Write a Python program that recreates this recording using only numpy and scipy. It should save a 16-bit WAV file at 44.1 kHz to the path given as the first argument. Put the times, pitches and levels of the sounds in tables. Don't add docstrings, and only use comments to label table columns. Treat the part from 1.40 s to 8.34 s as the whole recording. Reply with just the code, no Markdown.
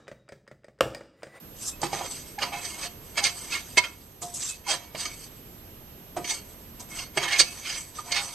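import sys
import numpy as np
from scipy import signal
from scipy.io import wavfile

SR = 44100
rng = np.random.default_rng(int(sys.argv[2]) if len(sys.argv) > 2 else 0)


def log_audio(samples):
    frames = np.atleast_2d(samples).T
    limited = np.clip(frames, -1, 1)
    pcm = np.round(limited * 32767).astype(np.int16)
    wavfile.write(sys.argv[1], SR, pcm)


N = 306054
STEP = 16

# rocking, base, wall, spoon, grit, fizz (f/Hz)
REGION_CENTRES = [300, 900, 2300, 5000, 8400, 11300]
# (strongest at t/s, rise t/ms, fall t/ms, pressure level/dB, base shaking level/dB, brightness level/dB)
SPOON_STROKES = [(.225, 81, 160, -40, -52, 5), (0.283, 92, 45, -31.5, -49, 15.5),
                 (.436, 17, 55, -30, -27.5, -0.5), (.468, 80, 22, -39.5, -50, -1),
                 (.538, 24, 96, -34, -32.5, -2.5), (.6, 214, 150, -40, -37, -0.5),
                 (.71, 260, 310, -40, -49, 3.5), (1.02, 30, 84, -34, -27.5, -3),
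                 (1.138, 49, 99, -40, -33, -6.5), (1.25, 96, 77, -35.5, -42.5, 0.5),
                 (1.33, 350, 260, -41.5, -49, 3.5), (1.449, 110, 57, -33.5, -38, -1.5),
                 (1.65, 200, 160, -62, -68, 3), (1.78, 24.6, 51, -25, -29, -4),
                 (1.848, 28, 65, -19, -36, -2), (1.98, 430, 880, -42, -49, 4.5),
                 (2.131, 45, 80, -27.5, -40.5, -4), (2.379, 10.7, 26, -11, -28, -3.5),
                 (2.45, 39, 25, -35, -38, -8.5), (2.48, 71, 73, -50.5, -50.5, -5.5),
                 (2.825, 14, 143, -34, -42.5, 10), (2.95, 12, 150, -42, -63, 7),
                 (3.028, 102, 163, -31.5, -45.5, 4), (3.1, 130, 56, -32.5, -60, 12.5),
                 (3.286, 29, 60, -25.5, -48, -1.5), (3.309, 41, 79, -23, -27.5, -1.5),
                 (3.44, 290, 210, -55, -51, 1), (3.61, 73, 180, -32.5, -42, 1),
                 (3.72, 150, 750, -56, -63, 2), (3.85, 310, 39, -48, -61, 4.5),
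                 (4.77, 17.6, 70, -45.5, -34.5, 6), (4.905, 74, 108, -27.5, -38, 2),
                 (5.1, 270, 580, -57.5, -59, 5.5), (5.399, 14, 60, -45, -45, 3),
                 (5.51, 39, 120, -49, -50, 6), (5.59, 115, 108, -36.5, -44.5, -0.5),
                 (5.78, 28, 23, -25.5, -31, 0), (5.838, 64, 62, -25.5, -28.5, -6),
                 (5.884, 20, 43, -28, -42, -5.5), (5.929, 54, 106, -25.5, -32.5, -8.5),
                 (6.001, 22, 31, -6.5, -26, 0.5), (6.07, 170, 480, -40.5, -49, 4.5),
                 (6.26, 20, 175, -36, -50, -7), (6.33, 167, 100, -32.5, -45.5, -2.5),
                 (6.39, 110, 150, -40.5, -53, 8.5), (6.56, 19, 45, -42.5, -47, 2.5),
                 (6.6, 50, 24, -40, -38, 3), (6.68, 28, 68, -51, -39.5, 7), (6.768, 69, 66, -23, -32.5, -6),
                 (6.88, 450, 360, -39.5, -42.5, 4.5)]
# (start t/s, peak level/dB, hardest-shaken region from 1 base to 4 grit, rocking level/dB, fall t/ms)
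SPOON_JOLTS = [(0.415, -24, 3.3, -33, 7.1), (0.431, -24, 1.0, -18.5, 7.9), (0.529, -19.5, 2.48, -16.5, 8.8),
               (0.613, -25, 0.97, -28, 5.2), (0.647, -37, 2, -28.5, 13), (0.986, -21.5, 2.44, -60, 13),
               (1.021, -18, 2.42, -56, 26), (1.774, -38, 2.1, -50, 6.0), (1.839, -10, 3.13, -35, 4),
               (2.371, -8.5, 1.88, -33, 3.6), (2.437, -23, 2.0, -48, 5.5), (2.818, -23, 4.5, -27, 25),
               (2.938, -24, 4.0, -32.5, 54), (3.033, -18, 4.1, -32, 6.2), (3.267, -24, 1.4, -60, 5.4),
               (3.549, -19, 1.71, -17, 6.3), (3.653, -17.5, 2.5, -29, 7.1), (4.765, -33.5, 1.3, -22.5, 26),
               (4.842, -23.5, 2.38, -36, 20), (5.396, -27.5, 3.5, -55, 17), (5.772, -17.5, 2.0, -40, 8.4),
               (5.921, -20, 3, -55, 12), (5.993, -25, 2.3, -24, 24), (6.249, -22.5, 2.2, -57, 6.5),
               (6.587, -25, 1.4, -63, 5.4), (6.717, -12, 2.6, -45, 11)]
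# (start t/s, blow level/dB, contact cut-off f/Hz, thud f/Hz, thud level/dB before its left-right tilt)
SPOON_KNOCKS = [(0.4187, -13, 900, 590, -28), (.4317, -1, 1300, 830, -12), (0.531, -20, 1500, 810, -12.5),
                (0.6107, -21, 1300, 800, -17.5), (0.646, -25, 900, 556, -26),
                (2.3737, 0.5, 4970, 390, -18.5), (2.3786, 3, 4950, 990, -31),
                (2.8198, -15, 9000, 7800, -15), (3.548, -14, 1890, 610, -23.5),
                (4.7663, -24, 1170, 626, -22.5), (5.774, 10, 2530, 399, -29.5),
                (6.715, -18, 5000, 800, -30)]
# (start t/s, length t/ms, nearest mode f/Hz, level/dB)
SINGING_MOMENTS = [(.19, 150, 7420, -39.5), (.21, 51, 2580, -51), (.32, 28, 2580, -46.5),
                   (.535, 19, 355, -34), (.432, 27, 812, -32.5), (5.8, 23, 390, -34),
                   (2.11, 33, 1390, -35.5), (4.84, 110, 1710, -47.5), (4.84, 41, 705, -48),
                   (5.5, 44, 2158, -39.5), (6.0, 20, 4615, -20), (1.13, 41, 2158, -37.5),
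                   (.435, 43, 355, -33.5), (.545, 69, 705, -36), (0.979, 7.6, 812, -18),
                   (.985, 9.9, 1710, -30.5), (1.015, 9.4, 2850, -18.5), (1.06, 27, 2850, -46),
                   (1.01, 25, 812, -32.5), (1.11, 50, 812, -33), (1.3, 52, 2158, -45.5),
                   (5.39, 16, 978, -39.5), (3.65, 17, 1230, -35.5), (1.42, 15, 2580, -31),
                   (1.767, 32, 2158, -20), (1.811, 34, 812, -31), (2.119, 12, 2580, -24),
                   (2.373, 13, 2158, -5.5), (2.39, 160, 2158, -49), (5.77, 25, 2158, -28.5),
                   (6.02, 120, 2580, -45), (2.373, 11, 978, -15.5), (2.375, 13.5, 3195, -19),
                   (2.44, 14, 1390, -29.5), (2.816, 37, 705, -27), (3.02, 92, 7420, -36),
                   (3.075, 70, 2580, -41.5), (3.263, 5.4, 978, -18), (3.274, 25, 812, -28.5),
                   (3.29, 54, 1710, -35), (3.29, 30, 3195, -28), (5.761, 26, 390, -28.5),
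                   (5.83, 60, 2158, -32), (5.84, 190, 812, -41), (5.91, 42, 2158, -21.5),
                   (5.99, 11, 4420, -10), (6.583, 13.6, 1230, -28), (6.71, 37, 2158, -31),
                   (6.739, 100, 812, -37.5)]
# (f/Hz, width f/Hz before the powder's damping, top level/dB)
PAN_MODES = [(151, 17, 10.5), (355, 22, 10), (390, 85, 8), (705, 5.5, 19.5), (641, 30, 18.5),
             (812, 29, 17.5), (978, 11, 15), (1230, 90, 2.5), (1390, 5.8, 2.5), (1710, 190, 7),
             (2158, 33, 16.5), (2256, 14, 15), (2580, 17, 14.5), (2850, 14, 11), (3085, 27, 5.5),
             (3195, 19, 10), (3676, 13, 8), (3947, 11, -7.5), (4420, 17.7, 14.5), (4615, 19, 13),
             (4827, 10, 7.5), (4920, 6.3, 7), (5430, 10, 11.5), (6047, 38, 17.5), (6190, 7.7, 12),
             (6470, 8, 12), (6990, 39, 5.5), (7420, 31, 16.5), (7950, 127, 17), (8450, 46, 10),
             (5010, 6.9, 4.5), (6660, 18, 7.5), (8215, 15, 20), (8640, 14, -6.5)]
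# (f/Hz, level/dB)
WASH_SPECTRUM = [(110, 4), (300, 6), (550, 11.5), (1000, 14), (1500, 7), (2400, 6.5), (3500, 4.5),
                 (5500, 4.5), (7600, 7), (9300, 4), (11300, 14), (12400, -5)]
# (f/Hz, likeness where 1 is the same)
PAN_SIDE_LIKENESS = [(100, 0.78), (700, 1), (2900, 0.97), (6300, 0.65), (13700, 0.41)]
# (f/Hz, left minus right level/dB)
PAN_SIDE_BALANCE = [(100, -1.5), (250, -4), (2200, -3.5), (4500, -6), (8000, 0), (13700, 8)]
# (f/Hz, level/dB per Hz)
ROOM_TONE_SPECTRUM = [(12, -30), (20, -4), (65, -2.5), (240, -8.5), (330, -10), (530, -15), (1000, -23),
                      (1300, -24), (2200, -27), (3100, -26), (4000, -31), (8000, -32.5), (12300, -35.5),
                      (13300, -48.5), (16000, -53.5)]
# (f/Hz, likeness where 1 is the same)
ROOM_SIDE_LIKENESS = [(60, 0.95), (180, 0.9), (530, 0.7), (1560, 0.21), (4620, -0.088), (13700, -0.011)]
# (t/s, level/dB)
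BACKGROUND_LEVEL = [(0, 0), (2.37, 0), (2.39, -4), (3.15, -4.5), (3.35, -3), (3.9, -1), (4.9, -1.2),
                    (5.5, 0), (6.3, -2.6), (6.94, -2.6)]

SWELL_DB, SWELL_CURVE = 26, 1.19
MEAN_PRESSURE_DB = -35
# (level/dB, share of a pressure change that it follows, share of the brightness)
WALL_LAW, SPOON_LAW = (-35.5, 0.81, -1.09), (-34, 1.0, 0.0)
GRIT_LAW, FIZZ_LAW = (-42, 0.86, 1), (-53, 0.7, 0.44)
BASE_FOLLOWS = 0.73
ROCKING_DB = -8
RESTING_DB = -64
LIFT_DB = -55.5
JOLT_RISE_MS = 0.51
JOLT_LOSS_DB = 17
GRIT_PER_S, GRIT_SPREAD_DB = 5000, 1.5
POWDER_DAMPING = .005
THUD_CYCLES = 17.7
KITCHEN_T60_S, KITCHEN_DB = 0.27, -18
ROOM_TONE_DB, WHINE_DB = -43, -43
WHINE_HZ = 12857.0
CUTOFF_HZ = 14200


def saucepan():
    drive_db, grains = shaking(), grit()
    blows, thuds = knocks()
    brushing_db = 0.79 * np.minimum(drive_db[2] - drive_db[4], 0)

    def excite(hz, level_db, wander_db, blow_db):
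        place = np.interp(np.log(hz), np.log(REGION_CENTRES), np.arange(len(REGION_CENTRES)))
        k = min(int(place), len(REGION_CENTRES) - 2)
        region_db = drive_db[k] + (place - k) * (drive_db[k + 1] - drive_db[k])
        rubbing = every_sample(amp(region_db + wander_db)) * grains
        blow = amp(blow_db) * blows * [[1], [0]]
        return amp(level_db) * (rubbing + blow)

    rings = 0
    for hz, width_hz, top_db in PAN_MODES:
        r = np.exp(-np.pi * (width_hz + POWDER_DAMPING * hz) / SR)
        force = excite(hz, top_db, brushing_db + 3.5 * drift(9), 0)
        force = force + singing(hz) * [[1], [0]]
        numerator = [(1 - r * r) / 2, 0, (r * r - 1) / 2]
        denominator = [1, -2 * r * np.cos(2 * np.pi * hz / SR), r * r]
        ring = signal.lfilter(numerator, denominator, force)
        rings = rings + spread(ring, at_hz(PAN_SIDE_LIKENESS, hz), at_hz(PAN_SIDE_BALANCE, hz))

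    out = signal.sosfilt(signal.butter(6, 9500, fs=SR, output="sos"), rings)
    out = out + thuds * amp([[-2], [2]])
    for hz, sos in bands(order=3)[7:-1]:
        patchy_db = 2.5 * drift(20)
        wash = signal.sosfilt(sos, excite(hz, at_hz(WASH_SPECTRUM, hz), patchy_db, -56.0))
        out = out + spread(wash, at_hz(PAN_SIDE_LIKENESS, hz), at_hz(PAN_SIDE_BALANCE, hz))
    return signal.sosfilt(signal.butter(8, 12200, fs=SR, output="sos"), out)


def shaking():
    t = np.arange(N // STEP + 1) * STEP / SR
    power = np.full((len(REGION_CENTRES), len(t)), amp(RESTING_DB) ** 2)
    for at, rise_ms, fall_ms, pressure_db, base_db, bright_db in SPOON_STROKES:
        side_ms = np.where(t < at, rise_ms, fall_ms)
        swell_db = -SWELL_DB * (np.abs(t - at) * 1000 / side_ms) ** SWELL_CURVE
        base = base_db + BASE_FOLLOWS * swell_db
        pressure_change = pressure_db + swell_db - MEAN_PRESSURE_DB
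        upper = [db + follows * pressure_change + share * bright_db
                 for db, follows, share in (WALL_LAW, SPOON_LAW, GRIT_LAW, FIZZ_LAW)]
        power += amp([base + ROCKING_DB, base] + upper) ** 2

    rubbing_db = 10 * np.log10(power)
    power = amp(rubbing_db + np.minimum(rubbing_db - LIFT_DB, 0)) ** 2

    for at, peak_db, hardest, rocking_db, fall_ms in SPOON_JOLTS:
        ms = np.maximum(t - at, 0) * 1000
        shape = (1 - np.exp(-ms / JOLT_RISE_MS)) * np.exp(-ms / max(fall_ms, .5))
        distance = np.abs(np.arange(1, len(REGION_CENTRES) - 1) - hardest)
        region_db = list(peak_db - JOLT_LOSS_DB * distance)
        fizz_db = region_db[-1] - 25
        gains = amp([rocking_db] + region_db + [fizz_db])[:, None]
        power += (gains * shape / shape.max()) ** 2
    return 10 * np.log10(power)


def grit():
    clumping = every_sample(amp(3.0 * drift(40)))
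    born = rng.random(N) < GRIT_PER_S / SR * clumping
    sizes = born * amp(GRIT_SPREAD_DB * np.minimum(rng.exponential(1, N), 5))
    return sizes / sizes.std() * rng.choice([-1, 1], (2, N))


def knocks():
    pushes, thuds = np.zeros(N), np.zeros(N)
    t = np.arange(2000) / SR
    for at, blow_db, cut_hz, thud_hz, thud_db in SPOON_KNOCKS:
        start = round(at * SR)
        push = t * np.exp(-2 * np.pi * cut_hz * t)
        pushes[start:][:2000] += amp(blow_db) * push / push.sum()
        fading = amp(thud_db - 60 * t * thud_hz / THUD_CYCLES)
        thuds[start:][:2000] += fading * np.sin(2 * np.pi * thud_hz * t)
    return pushes, thuds


def singing(hz):
    t, force = np.arange(N) / SR, np.zeros(N)
    pitches = np.array(PAN_MODES)[:, 0]
    for at, length_ms, near_hz, db in SINGING_MOMENTS:
        if pitches[np.abs(pitches - near_hz).argmin()] == hz:
            held = force[round(at * SR):round((at + length_ms / 1000) * SR)]
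            held += np.sqrt(2) * amp(db) * signal.windows.tukey(len(held), .4)
    loose = hz / 2500
    uneven, slip = every_sample(drift(24)), every_sample(drift(24))
    tone = np.sin(2 * np.pi * hz * t + .7 * loose * slip)
    return force * amp(2.5 * loose * uneven) * tone


def kitchen(x):
    t = np.arange(int(.4 * SR)) / SR
    dull_noise = signal.lfilter([.4], [1, -.6], rng.standard_normal((2, len(t))))
    tail = dull_noise * amp(-60 * t / KITCHEN_T60_S) * (t > .006)
    tail /= np.sqrt((tail ** 2).sum(axis=1, keepdims=True))
    return amp(KITCHEN_DB) * signal.fftconvolve(x, tail, axes=1)[:, :N]


def room_tone():
    white, out = rng.standard_normal((2, 2, N)), 0
    for k, (hz, sos) in enumerate(bands(order=2)):
        gain = every_sample(amp(at_hz(ROOM_TONE_SPECTRUM, hz) + 1.0 * drift(21)))
        noise = signal.sosfilt(sos, white[k % 2])
        out = out + gain * spread(noise, at_hz(ROOM_SIDE_LIKENESS, hz), -0.55)
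    return amp(ROOM_TONE_DB) * out / out.mean(axis=0).std()


def whine():
    phase = 2 * np.pi * WHINE_HZ * np.arange(N) / SR
    left, right = amp(-24) * np.sin(phase - 2.4), np.sin(phase)
    return np.sqrt(2) * amp(WHINE_DB) * np.array([left, right])


def amp(db):
    return 10 ** (np.asarray(db) / 20)


def at_hz(points, hz):
    points = np.array(points)
    return np.interp(np.log(hz), np.log(points[:, 0]), points[:, 1])


def every_sample(steps):
    return np.repeat(steps, STEP)[:N]


def drift(rate):
    r = np.exp(-2 * np.pi * rate * STEP / SR)
    noise = rng.standard_normal(N // STEP + 3001)
    slow = signal.lfilter([1], [1, -2 * r, r * r], noise)[3000:]
    return slow / slow.std()


def spread(pair, alike, balance_db):
    alike = np.clip(alike, -1, 1)
    sides = np.sqrt(1 + alike) * pair[0] + np.sqrt(1 - alike) * pair[1] * [[1], [-1]]
    balance = amp([[balance_db / 2], [-balance_db / 2]])
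    return sides * balance / np.sqrt(1 + alike + 1e-9)


def bands(order):
    edges = 20 * 2 ** np.arange(0, 9.7, 1 / 3)
    return [(np.sqrt(low * high), signal.butter(order, [low, high], "band", fs=SR, output="sos"))
            for low, high in zip(edges, edges[1:])]


def scene():
    pan = saucepan()
    seconds, level_db = np.transpose(BACKGROUND_LEVEL)
    background_gain = amp(np.interp(np.arange(N) / SR, seconds, level_db))
    return pan + kitchen(pan) + background_gain * (room_tone() + whine())


def record(dry):
    steep = signal.ellip(10, .5, 70, CUTOFF_HZ, fs=SR, output="sos")
    rounded = 1.134 * np.tanh(dry / 1.882)
    return signal.sosfilt(steep, rounded)


dry = scene()
out = record(dry)
log_audio(out)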